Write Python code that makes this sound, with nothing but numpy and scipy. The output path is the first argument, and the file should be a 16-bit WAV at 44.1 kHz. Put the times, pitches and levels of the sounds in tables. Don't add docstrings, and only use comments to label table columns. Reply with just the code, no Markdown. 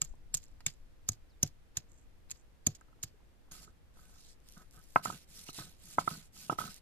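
import sys
import numpy as np
from scipy import signal
from scipy.fft import rfft, irfft, next_fast_len
from scipy.io import wavfile

SR = 44100
rng = np.random.default_rng(int(sys.argv[2]) if len(sys.argv) > 2 else 0)


def log_audio(samples):
    frames = np.atleast_2d(samples).T
    limited = np.clip(frames, -1, 1)
    pcm = np.round(limited * 32767).astype(np.int16)
    wavfile.write(sys.argv[1], SR, pcm)


def volts_from_db(level):
    exponent = np.asarray(level, float) / 20
    return 10 ** exponent


N = 300321

# time in seconds, level in dB, left over right in dB.
WIND = [
    (0.0, -56.5, 11),
    (1.29, -63, 3.5),
    (2.07, -66, 9.5),
    (2.29, -64, 11),
    (2.69, -66, -0.5),
    (3.17, -67.5, 3),
    (3.57, -63.5, 1),
    (4.59, -66.5, 8.0),
    (5.73, -68, -0.5),
    (6.81, -68, 12.5),
]
# time in seconds, pitch in Hz, level in dB.
BIRD = [
    (1.293, 5510, -92),
    (1.302, 5000, -72.5),
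    (1.318, 4090, -74.5),
    (1.335, 3700, -84),
    (1.35, 3600, -78),
]
# frequency in Hz, density in dB per Hz.
YARD_SPECTRUM = [(29, -31), (50, -1), (174, -14.5), (367, -18.5), (413, -24), (455, -18.5), (578, -22.5),
                 (1080, -27.5), (1160, -27), (1740, -28), (5660, -37), (12500, -42), (14200, -40),
                 (14600, -66.5)]
YARD_DB = -66.5
SWAY_DB = 1.5
PORT_LAG = 4

# start in seconds, peak in dB, crackle centre in Hz,
# mid share in dB, mid centre in Hz.
BURSTS = [(0.0172, -13.5, 7560, -12.5, 3500), (0.3417, -15, 7500, -15, 2430), (0.605, -47, 4490, 6, 1500),
          (0.6648, -16, 7200, -18.5, 2520), (1.0884, -17, 6950, -19.5, 1290),
          (1.43, -11.5, 6086, -18, 2200), (1.771, -15.5, 7120, -9, 3440),
          (2.3131, -25.5, 7100, -12.5, 3840), (2.6681, -10.5, 6760, -16.5, 2320),
          (3.03, -24.5, 6770, -17, 3330), (3.0355, -27, 7100, -2.5, 2756)]
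BURST_MS, LONGER_MS_PER_DB = 2.15, 0.11
# start in seconds, peak in dB, mid share in dB, mid centre in Hz.
GIVES = [(0.0176, -20, -8.5, 2280), (0.042, -43, -29, 1830), (0.0474, -35.5, -24, 2920),
         (0.3465, -15.5, -14, 4500), (0.352, -26.5, -11.5, 3720), (0.3703, -30.5, -27, 2450),
         (0.376, -36, -20, 3850), (0.6677, -26, 8.5, 3650), (0.6632, -22.5, -2, 2300),
         (1.086, -36, -24.5, 3600), (1.4321, -31, -1.5, 1505), (1.4742, -40, -18, 2190),
         (1.784, -40.5, -11, 3880), (2.3061, -31.5, -15, 2230), (2.3178, -36, -4, 3000),
         (2.349, -58, -19, 3000), (1.131, -44, -7, 2520), (3.0417, -35, -10, 4000),
         (2.6707, -19, -17, 1630)]
CRACKLE_HZ, GIVE_MS = 7100, 2.5
# start in seconds, peak in dB.
SKINS = [
    (0.74, -59),
    (2.298, -42),
]
# start in seconds, peak in dB.
TICKS = [(0.1535, -72), (0.4194, -64), (0.4304, -61), (0.439, -54.5), (0.4484, -63), (0.455, -60.5),
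         (0.4823, -66), (0.7275, -64), (0.7374, -62), (1.918, -60), (2.0138, -70), (2.379, -75),
         (2.81, -60.5)]
# start in seconds, peak in dB.
SNAPS = [(3.52, -40), (4.487, -45), (4.5223, -47.5), (4.578, -50.5), (4.7094, -52), (4.7252, -58),
         (4.7436, -56), (4.7615, -51.5), (4.7915, -55), (4.8384, -54.5), (5.05, -32.5), (5.3917, -42),
         (5.438, -46.5), (5.485, -55.5), (5.4981, -52), (5.5301, -43.5), (5.855, -44), (5.9962, -46.5),
         (6.0736, -46), (6.1712, -42), (5.9017, -44.5), (6.39, -47), (6.4959, -56.5), (6.5868, -50),
         (5.5434, -45.5), (5.5888, -59), (6.0496, -50), (6.3235, -70.5), (6.3463, -54), (6.6053, -44),
         (5.4642, -51), (5.3036, -57), (6.7424, -41), (6.763, -46), (3.637, -53), (3.648, -54.5),
         (4.402, -64.5), (4.498, -50.5), (4.536, -54), (5.375, -51)]
# start in seconds, peak in dB, mid share in dB,
# mid centre in Hz, length in ms.
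CRUNCHES = [(.676, -40.5, -14.5, 4000, 2), (0.68, -36, 7, 3580, 7.7), (1.119, -37, -6.5, 6000, 5),
            (.372, -43.5, -2.5, 3490, 5), (1.4625, -46, -3.5, 3005, 6), (2.75, -39, -4, 4500, 9),
            (.40, -57, 2.5, 4500, 7), (0.69, -51, 4, 3985, 5.9), (1.1, -47.5, -6, 7000, 5.5),
            (1.15, -63, 4, 4500, 7.8), (1.45, -46, -3.5, 4000, 5), (3.036, -26.5, 3.5, 11000, 3),
            (.358, -39.5, -0.5, 4500, 6), (0.43, -50.5, 4, 4500, 9), (.70, -46.5, 4.5, 4200, 8)]
# frequency in Hz, density in dB per Hz.
SPLIT_SPECTRUM = [(1470, -53.5), (2500, -23.5), (3140, -21), (4140, -11.5), (5200, -7), (6850, -3),
                  (8230, -10.5), (13400, -15), (14600, -22), (15500, -50)]
# start in seconds, fizz in dB, hold in seconds,
# seeping tail in dB, coarse crunch in dB.
JUICE = [
    (0.027, -64.5, 0.029, -15, -7),
    (0.349, -69.5, 0.018, 5, -14.5),
    (0.675, -66, 0.029, -8.5, -17),
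    (1.093, -64, 0.042, -16, -13),
    (1.439, -63.5, 0.042, -23, -13.5),
    (1.776, -67.5, 0.016, -14.5, -2.5),
    (2.313, -70.5, 0.045, -20, -4.5),
    (2.675, -65, 0.04, -9, -8),
    (3.039, -66.5, 0.037, -15, -9),
]
# frequency in Hz, density in dB per Hz.
FIZZ_SPECTRUM = [(530, -47), (900, -24), (3850, -8.5), (5120, -1), (5630, -8), (6900, -6.5), (9070, -22),
                 (13900, -13.5), (14600, -21.5), (15500, -56.5)]
CRUSH_DB_PER_S = 1299
SPRAY_DB, SPRAY_DB_PER_S, DRAIN_DB_PER_S, SEEP_DB_PER_S = 14.5, 2199.5, 703, 111
SWELL_DB_PER_S = 199
# start in seconds, rise in seconds, fall in seconds,
# level in dB, loss during the fall in dB.
PEELS = [
    (.06, .04, .03, -72, 2),
    (1.875, .05, .11, -75, 2),
    (2.32, .02, .08, -74, 8),
]

# start in seconds, peak in dB, frequency in Hz, t60 in seconds, left over right in dB.
PINGS = [(0.343, -53, 500, 0.031, 0), (.664, -30.5, 2260, 0.018, 9.5), (.666, -28.5, 3630, .02, 5),
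         (1.09, -51, 520, 0.028, -4), (1.432, -45.5, 600, 0.03, 11.5), (1.432, -42.5, 1470, 0.028, 9.5),
         (1.773, -37, 8760, .008, 5), (2.669, -40, 610, 0.0254, -1), (2.667, -25, 4600, 0.011, 5.5),
         (2.669, -51.5, 1263, 0.046, 0), (2.812, -54.5, 1550, 0.023, 2.5), (3.676, -59, 420, 0.038, -3),
         (4.962, -30, 1900, 0.014, 0), (6.4972, -36.5, 2700, 0.0097, 0), (.465, -60, 5600, .006, -7),
         (.516, -62, 7400, .005, -5), (.6645, -21, 7800, 0.0063, -7), (1.09, -46, 1240, 0.019, -3),
         (5.052, -33, 7170, 0.02, -12.5), (.018, -41, 1260, 0.032, 0), (5.988, -43, 3580, .012, 0),
         (5.1, -43, 930, 0.014, 0), (.684, -43, 4650, .03, -3), (.669, -36, 4700, .01, 0),
         (6, -58, 3600, .008, 0), (5.487, -40, 2870, 0.015, 0), (5.499, -41, 4100, 0.0056, 0),
         (5.592, -42, 3900, .012, 0), (2.7, -59.5, 445, 0.057, 0), (1.1, -64.5, 404, .08, 0),
         (3.14, -62, 430, 0.085, 0), (2.669, -39, 2400, 0.017, 0)]

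# start in seconds, peak in dB, push in ms,
# deep ring in dB, upper rings in dB.
THUMPS = [
    (0.020, -40.5, 8, -9, -4.5),
    (0.349, -41.5, 8.5, -10, -8),
    (0.668, -35, 9.1, -16, -8),
    (1.093, -31.5, 6.6, 1.5, -10),
    (1.433, -21, 5.9, -10, -12.5),
    (1.772, -37, 9.5, -9, -10.5),
    (2.315, -51.5, 6.3, -3, -12),
    (2.6706, -21, 4.9, -6.5, -10.5),
    (3.039, -38.5, 9.3, -9, -12),
]
# frequency in Hz, level in dB, t60 in seconds.
BED = [(105, 0.5, 0.1), (145, 3.5, 0.097), (205, -8.5, 0.061), (260, -10, 0.032), (522.5, -11, .05),
       (737, -18.5, 0.09)]

# start in seconds, peak in dB, slab push in dB, contact in ms, roller ring in dB.
KNOCKS = [(0.139, -44.5, -5.5, 1.47, -14), (2.813, -59.5, -7, 0.16, 5.5), (2.883, -65.5, -19, 0.6, 7),
          (2.928, -65, -12, 0.47, 9), (2.99, -57, -17, 0.93, -1), (3.205, -61, -12, 0.69, -15.5),
          (3.486, -64.5, -2, 0.72, -4), (3.676, -58, -12, 0.77, 14), (3.97, -56, -8, 0.76, 4),
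          (4.96, -10.5, -11.5, 0.4, 1), (5.056, -25.5, -9.5, 0.6, 5.5), (5.1, -28, -10, 1.17, 15.5),
          (5.126, -47, 2, 0.73, 10.5), (5.49, -33, -3, 1.24, 10), (5.588, -33.5, -3, 1.23, 10.5),
          (5.984, -14, -10, 0.67, 3.5), (6.0765, -25, -4, 0.62, 11.5), (6.497, -17, -9.5, 0.96, 8),
          (6.5268, -22.5, -4, 1.14, 6.5), (6.5864, -28.5, -9, 0.59, 9.5), (6.604, -32, -13, 0.65, -14),
          (6.614, -38, -16, 0.96, 16.5), (6.638, -42.5, -2, 0.69, 9.5), (3.518, -57.5, -1, 0.54, 2),
          (3.551, -60, -7, 0.87, 14), (3.627, -58, -10, 0.81, 7), (3.99, -57, -15, 0.51, 4),
          (4.0945, -62, -12, 0.64, 6), (4.13, -64, -16, 0.55, 5), (4.16, -62, -8, 0.58, 6),
          (4.571, -55, -3, 0.89, 14), (5.671, -65, -13, 0.86, 0.5), (6.011, -41, -7, 0.99, 3),
          (6.11, -42.5, -11, .8, 10), (6.152, -54, -6, 0.67, 10.5), (6.365, -59, -8, 0.63, 6),
          (6.513, -36, -15, 0.71, -4), (6.6765, -55, 4, 0.34, 15.5), (6.5206, -28.5, -4, 1.16, 0),
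          (6.5243, -26.5, -6, 1.14, 0)]
# frequency in Hz, left level in dB, right level in dB, t60 in seconds.
CONTACT = [(587, -21, -28, 0.02), (2670, -18, -27, 0.015), (722, -10, -32, 0.05), (834, -4.5, -16, 0.023),
           (971, -4.5, 0.5, 0.018), (1028, -4, -20.5, 0.033), (1536, -5, -10, 0.028),
           (2069, -2, 2.5, 0.011), (2520, -12.5, -21, 0.024)]
# frequency in Hz, left level in dB,
# right level in dB, t60 in seconds.
ROLLER = (1310, -14, 3.5, .0098)
# frequency in Hz, level in dB, t60 in seconds.
SLAB = [(150, -10, 0.052), (168, -13, 0.029), (287, -3, 0.027), (107.4, -22, 0.15), (396, -3.5, 0.02)]

# start in seconds, rise in seconds, fall in seconds,
# hiss in dB, loss during the fall in dB.
NUDGES = [
    (3.511, 0.0096, 0.13, -57.5, 10.5),
    (3.93, 0.042, 0.14, -78, 10),
    (4.45, 0.051, 0.11, -78, 6),
    (4.7, 0.068, 0.013, -70.5, 27),
    (4.76, 0.041, 0.18, -74.5, -2),
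]
# as for the nudges, seconds, seconds, seconds, dB, dB.
PULLS = [
    (5.269, 0.13, 0.045, -59, 2.1),
    (5.78, 0.16, 0.056, -59.5, 11.4),
    (6.32, 0.11, 0.06, -57.5, 5.5),
]
# as for the nudges, seconds, seconds, seconds, dB, dB.
PUSHES = [
    (5.023, 0.042, 0.18, -50.5, 22),
    (5.522, 0.07, 0.19, -51, 29.4),
    (6.04, 0.086, 0.15, -53.5, 19.5),
    (6.574, 0.036, 0.17, -48.5, 16),
]
# as for the nudges, seconds, seconds, seconds, dB, dB.
SCUFFS = [
    (4.956, 0.0056, 0.062, -60, 17),
    (5.452, 0.042, 0.0097, -55, 1.96),
    (5.986, 0.011, 0.079, -50, 26),
    (6.494, 0.026, 0.057, -54, 23.5),
]
# as for the nudges, seconds, seconds, seconds, dB, dB.
WIPES = [
    (3.93, 0.39, 0.02, -71, 7),
    (4.4, 0.12, 0.17, -77, 7.5),
    (4.5, 0.1, 0.03, -81.5, 3),
]
# as for the nudges, seconds, seconds, seconds, dB, dB.
SMEARS = [
    (3.6, 0.062, 0.045, -73, 7),
    (4.1, .19, .04, -71, -1),
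]
SMEAR_HZ = 5400
NUDGE_TILT_DB, PULL_TILT_DB, PUSH_TILT_DB, SCUFF_TILT_DB, WIPE_TILT_DB = -4.5, -4, -8, -9.5, -6
STOP_DB_PER_S = 895
# frequency in Hz, density in dB per Hz.
GRIT_SPECTRUM = [(240, -52), (400, -8), (425, -11.5), (459, -23), (643, -14.5), (784, -16.5), (1280, -17),
                 (1960, -9.5), (7670, 2), (14100, -4.5), (14700, -36)]
PATCHY_DB, STREAKY_DB = 2.2, 1.6
# start in seconds, length in seconds, roller drone in dB,
# slab rumble in dB, loss in dB.
STROKES = [(3.51, 0.19, -66.5, -60, 8.5), (3.955, 0.23, -72.5, -74, 6), (4.565, 0.055, -59.5, -62.5, 3.5),
           (4.736, 0.063, -66.5, -66.5, 1), (4.963, 0.072, -58, -55, 7.5),
           (5.064, 0.091, -51.5, -45.5, 11.5), (5.582, 0.12, -53, -46, 26.5),
           (5.972, 0.11, -66.5, -46.5, 16), (6.11, 0.12, -58.5, -47, 21.5), (6.5, 0.026, -49, -44, 7),
           (6.598, 0.036, -49, -43.5, 6), (6.649, 0.069, -52.5, -51, 16)]
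BEAR_S = 0.0083
PULL_DRONE_DB, PULL_RUMBLE_DB = -17, -6.5
# frequency in Hz, level in dB, t60 in seconds.
DRONE = [(1290, 10.5, 0.045), (1499, 10.5, 0.046), (741, 1.5, 0.056), (950, -25.5, 0.025)]
# frequency in Hz, level in dB, t60 in seconds.
RUMBLE = [(169, 5.5, 0.081), (198.4, 6, 0.044), (286, -13, 0.033)]


def rms_one(x):
    return x / np.sqrt(np.mean(x ** 2) + 1e-20)


def in_time(rows):
    s, *columns = np.transpose(rows)
    return [np.interp(np.arange(N) / SR, s, c, left=-140, right=-140) for c in columns]


def colour(x, spectrum):
    size = next_fast_len(x.shape[-1])
    hz, level_db = np.transpose(spectrum)
    log_hz = np.log(np.fft.rfftfreq(size, 1 / SR) + 1)
    shape = volts_from_db(np.interp(log_hz, np.log(hz), level_db, left=-70, right=-70))
    return rms_one(irfft(rfft(x, size) * shape, size)[..., :x.shape[-1]])


def band(x, low_hz, high_hz):
    sos = signal.butter(2, [low_hz, min(high_hz, .45 * SR)], "band", fs=SR, output="sos")
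    return signal.sosfilt(sos, x)


def ring(x, hz, t60):
    r, w = volts_from_db(-60 / (t60 * SR)), 2 * np.pi * hz / SR
    return signal.lfilter([0, np.sin(w)], [1, -2 * r * np.cos(w), r * r], x + 1e-18)


def drift(hz):
    r = np.exp(-2 * np.pi * hz / SR)
    return rms_one(signal.lfilter([1], [1, -2 * r, r * r], rng.standard_normal(N + SR))[SR:])


def grains(size, per_s, spread_db):
    sizes = volts_from_db(spread_db * np.minimum(rng.exponential(1, size), 5)) * rng.choice([-1, 1], size)
    return sizes * (rng.random(size) < per_s / SR)


def pan(pan_db):
    return volts_from_db(np.array([[.5], [-.5]]) * pan_db)


def ports(shared, own, own_db, pan_db):
    pair = np.array([shared, np.roll(shared, PORT_LAG)]) + volts_from_db(own_db) * own
    return pair * pan(pan_db)


def add(out, sound, s):
    i = max(round(s * SR), 0)
    out[:, i:i + sound.shape[-1]] += sound[..., :N - i]


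def yard():
    air = colour(rng.standard_normal((3, N)), YARD_SPECTRUM)
    hum = band(air[2], 61, 700) * volts_from_db(2.2 * drift(4))
    wind_db, pan_db = in_time(WIND)
    gusts = [rms_one(band(rng.standard_normal(N), 12, 46) * volts_from_db(1.5 * drift(5))) for port in (0, 1)]
    wind = volts_from_db(wind_db + 2) * pan(pan_db) * np.array(gusts)
    buffeting = rng.standard_normal((2, N)) + 1.5 * air[2] / air[2].std()
    wind += volts_from_db(wind_db - 8.5 + 2.5 * drift(4)) * rms_one(band(buffeting, 28, 100))
    wind += volts_from_db(wind_db + SWAY_DB) * rms_one(band(rng.standard_normal(N), 5, 20))
    pitch_hz, bird_db = in_time(BIRD)
    bird = volts_from_db(bird_db) * np.sin(2 * np.pi * np.cumsum(pitch_hz) / SR)
    return volts_from_db(YARD_DB + 1.0) * air[:2] + volts_from_db(YARD_DB - 5.0) * hum + wind + bird


def crackle(centre_hz, narrow_db, mid_hz, mid_db, length_ms, lead_ms, split=3.0):
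    ms = np.arange(1400) / SR * 1000 - 6
    shape = np.where(ms < 0, np.exp(ms / lead_ms), np.exp(-np.maximum(ms, 0) / max(length_ms, .2)))
    snaps = grains((3, 1400), 12000, 2.3) * shape
    snaps[0, round(.006 * SR)] += split * np.abs(snaps[0]).max()
    mid = rms_one(band(snaps, mid_hz * 0.41, mid_hz * 1.9))
    broad = colour(snaps, SPLIT_SPECTRUM) + volts_from_db(mid_db) * mid
    narrow = volts_from_db(narrow_db) * rms_one(band(snaps, centre_hz * .88, centre_hz * 1.092))
    pair = ports(broad[0], broad[1:], 1, -2.9) + ports(narrow[0], narrow[1:], 2.8, -3.5)
    pair = pair * signal.windows.tukey(1400, .35)
    return pair / np.abs(pair).max()


def splitting():
    out = np.zeros((2, N))
    lead = .005
    for s, peak_db, centre_hz, mid_db, mid_hz in BURSTS:
        length_ms = BURST_MS + LONGER_MS_PER_DB * (-10.0 - peak_db)
        add(out, volts_from_db(peak_db + 2.0) * crackle(centre_hz, 0.3, mid_hz, mid_db, length_ms, 1.8), s - lead)
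    for s, peak_db, mid_db, mid_hz in GIVES:
        add(out, volts_from_db(peak_db + 2) * crackle(CRACKLE_HZ, 0.055, mid_hz, mid_db, GIVE_MS, 0.49), s - lead)
    for s, peak_db in SKINS:
        add(out, volts_from_db(peak_db) * crackle(4000, 0, 2300, -1.5, 1.8, 0.72), s - lead)
    for s, peak_db in TICKS:
        add(out, volts_from_db(peak_db + 11.5) * crackle(7500, 0.84, 2500, -35.0, 0.62, 0.74), s - lead)
    for s, peak_db in SNAPS:
        add(out, volts_from_db(peak_db + 8) * crackle(9500, -15, 8500, 1, 0.4, 0.4), s - lead)
    for s, peak_db, mid_db, mid_hz, length_ms in CRUNCHES:
        collapse = crackle(CRACKLE_HZ, -6, mid_hz, mid_db, length_ms, 3.0, split=0)
        add(out, volts_from_db(peak_db) * collapse, s - lead)
    return out


def flow(s, db, hold_s, tail_db):
    early = np.minimum(np.arange(N) / SR - s, 0)
    t = np.maximum(np.arange(N) / SR - s, 0)
    spray = volts_from_db(SPRAY_DB - SPRAY_DB_PER_S * t)
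    held = volts_from_db(np.minimum(SWELL_DB_PER_S * (t - hold_s), -DRAIN_DB_PER_S * (t - hold_s)))
    seep = volts_from_db(tail_db - SEEP_DB_PER_S * t)
    return volts_from_db(db + CRUSH_DB_PER_S * early) * (spray + held + seep)


def slide(s, rise_s, fall_s, db, loss_db):
    t = np.arange(N) / SR - s - rise_s
    fall_db = loss_db * np.clip(t / fall_s, 0, 1) + STOP_DB_PER_S * np.maximum(t - fall_s, 0)
    return np.sin(np.pi / 2 * np.clip(1 + t / rise_s, 0, 1)) * volts_from_db(db - fall_db)


def slides(rows):
    return sum(slide(*row) for row in rows)


def juice():
    fizz = colour(grains((3, N), 3500, 3.2) * volts_from_db(2 * drift(40)), FIZZ_SPECTRUM)
    crunch = rms_one(band(grains((3, N), 2500, 7.4) * volts_from_db(3.5 * drift(60)), 450, 4500))
    threads = rms_one(band(grains((3, N), 1500, 4) * volts_from_db(4 * drift(50)), 6200, 8000))
    fizz_gain, crunch_gain = np.zeros(N), np.zeros(N)
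    for *blow, crunch_db in JUICE:
        wet = flow(*blow)
        fizz_gain += wet
        crunch_gain += volts_from_db(crunch_db) * wet
    out = fizz_gain * ports(fizz[0], fizz[1:], -2.2, -4)
    out += crunch_gain * ports(crunch[0], crunch[1:], 0.99, -1.5)
    return out + slides(PEELS) * ports(threads[0], threads[1:], -3.5, -6)


def pings():
    out = np.zeros((2, N))
    for s, peak_db, hz, t60, pan_db in PINGS:
        snaps = grains(2000, 3000, 2.0) * volts_from_db(-60 * np.arange(2000) / SR / 0.0033) * volts_from_db(-5.5)
        snaps[0] = 1
        ping = band(ring(snaps, hz, t60), hz * 0.53, hz * 1.4)
        add(out, volts_from_db(peak_db) * ports(ping / np.abs(ping).max(), 0, 0, pan_db), s)
    return out


def thumps():
    out, t = np.zeros((2, N)), np.arange(SR // 4) / SR
    for s, peak_db, push_ms, deep_db, upper_db in THUMPS:
        turn = t * 1000 / np.clip(push_ms, 2, 15)
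        push = np.sin(2 * np.pi * turn) * volts_from_db(-9 * turn - 30 * np.maximum(turn - 1, 0))
        push *= np.minimum(t / 0.0022, 1)
        shares_db = np.r_[deep_db, upper_db + 2.0 * rng.standard_normal(len(BED) - 1)]
        swing = np.zeros(len(t))
        for share_db, (hz, db, t60) in zip(shares_db, BED):
            swing += volts_from_db(db + share_db - 60 * t / t60) * np.sin(2 * np.pi * hz * t)
        shudder = rms_one(band(rng.standard_normal(len(t)), 60, 270)) * volts_from_db(upper_db - 8.5 - 60 * t / 0.1)
        thump = volts_from_db(peak_db) * (push + (swing + shudder) * np.minimum(t / 0.011, 1))
        add(out, np.array([thump, np.roll(thump, 12)]), s)
    return out


def stone(contact, roller, slab):
    out = np.zeros((2, N))
    for force, (hz, left_db, right_db, t60) in zip(contact, CONTACT):
        out -= ring(force, hz, t60) * volts_from_db(np.array([[left_db], [right_db]]))
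    hz, left_db, right_db, t60 = ROLLER
    decay = np.log(1000) / (t60 * SR)
    swell = ring(ring(ring(roller, hz, t60), hz, t60), hz, t60)
    swell *= 2 * (np.e * decay) ** 2
    out += swell * volts_from_db(np.array([[left_db], [right_db]])) * [[-1], [1]]
    out = band(band(out, 500, 6000), 260, 6000)
    return out + band(sum(volts_from_db(level_db) * ring(slab, hz, t60) for hz, level_db, t60 in SLAB), 120, 770)


def knocks():
    force = np.zeros((2 + len(CONTACT), N))
    for s, peak_db, push_db, contact_ms, ring_db in KNOCKS:
        pulse = np.hanning(int(np.clip(contact_ms, .1, 3) * SR / 1000) + 3)
        chatter = grains(2000, 830, 3.0) * volts_from_db(-33.0 - 60 * np.arange(2000) / SR / 0.17)
        chatter[0] = 1
        hit = np.convolve(chatter, pulse / pulse.sum())
        shares_db = np.r_[ring_db, push_db, 2.5 * rng.standard_normal(len(CONTACT))]
        add(force, volts_from_db(peak_db - 2.5 + shares_db[:, None]) * hit, s - .0006)
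    return stone(force[2:], force[0], force[1])


def rubbed(modes, per_s, pan_db):
    slips = grains((3, N), per_s, 3.5) * volts_from_db(2.5 * drift(35))
    ringing = sum(volts_from_db(level_db) * ring(slips, hz, t60) for hz, level_db, t60 in modes)
    sound = rms_one(band(ringing, 96, 2500))
    return ports(sound[0], sound[1:], -15.0, pan_db)


def gritty(tilt_db):
    grit = colour(grains((3, N), 8000, 3.4) * volts_from_db(0.9 * drift(40) + 1.5 * drift(180)), GRIT_SPECTRUM)
    edges = np.geomspace(400, 16000, 36)
    slopes = np.clip(np.log2(edges[1:] / 6000), -.5, .5)
    out, sign = np.zeros((3, N)), 1
    for slope, low_hz, high_hz in zip(slopes, edges, edges[1:]):
        patch_db = PATCHY_DB * drift(45) + STREAKY_DB * drift(7.2) + slope * tilt_db
        out += sign * volts_from_db(patch_db) * band(grit, low_hz, high_hz)
        sign = -sign
    return out


def grinding():
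    kinds = [slides(rows) for rows in (NUDGES, PULLS, PUSHES, SCUFFS, WIPES)]
    speed, pull = sum(kinds), kinds[1]
    tilts_db = [NUDGE_TILT_DB, PULL_TILT_DB, PUSH_TILT_DB, SCUFF_TILT_DB, WIPE_TILT_DB]
    grit = gritty(np.dot(tilts_db, kinds) / (speed + 1e-9))
    hiss = speed * ports(grit[0], grit[1:], 0.9, -3.0)
    smear = rms_one(band(grit, SMEAR_HZ / 1.57, SMEAR_HZ * 1.65))
    hiss += slides(SMEARS) * ports(smear[0], smear[1:], 0.79, -2.0)
    drone, rumble = volts_from_db(PULL_DRONE_DB) * pull, volts_from_db(PULL_RUMBLE_DB) * pull
    for s, length_s, drone_db, rumble_db, loss_db in STROKES:
        drone += slide(s, BEAR_S, length_s, drone_db, loss_db)
        rumble += slide(s, BEAR_S, length_s, rumble_db, loss_db)
    return hiss + drone * rubbed(DRONE, 2200, -7.0) + rumble * rubbed(RUMBLE, 2000, -0.33)


def walls(x):
    dull = band(x, 220, 6000)
    out = np.zeros((2, N))
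    for lags in (rng.uniform(0.0017, 0.06, (14, 2)) * SR).astype(int):
        for port, lag in enumerate(lags):
            out[port] += np.roll(dull[port], lag) * volts_from_db(-60 * lag / SR / 0.2)
    return out


def scene():
    work = splitting() + juice() + pings() + thumps() + knocks() + grinding()
    return work + volts_from_db(-28.5) * walls(work) + yard()


def roll_off(x):
    return signal.sosfilt(signal.butter(12, 15660, fs=SR, output="sos"), x)


def record(dry):
    above = np.clip((np.fft.rfftfreq(N, 1 / SR) - 14250) / 250, 0, 1)
    mix = irfft(rfft(dry) * volts_from_db(-14 * above), N)
    return roll_off(mix)


dry = scene()
out = record(dry)
log_audio(out)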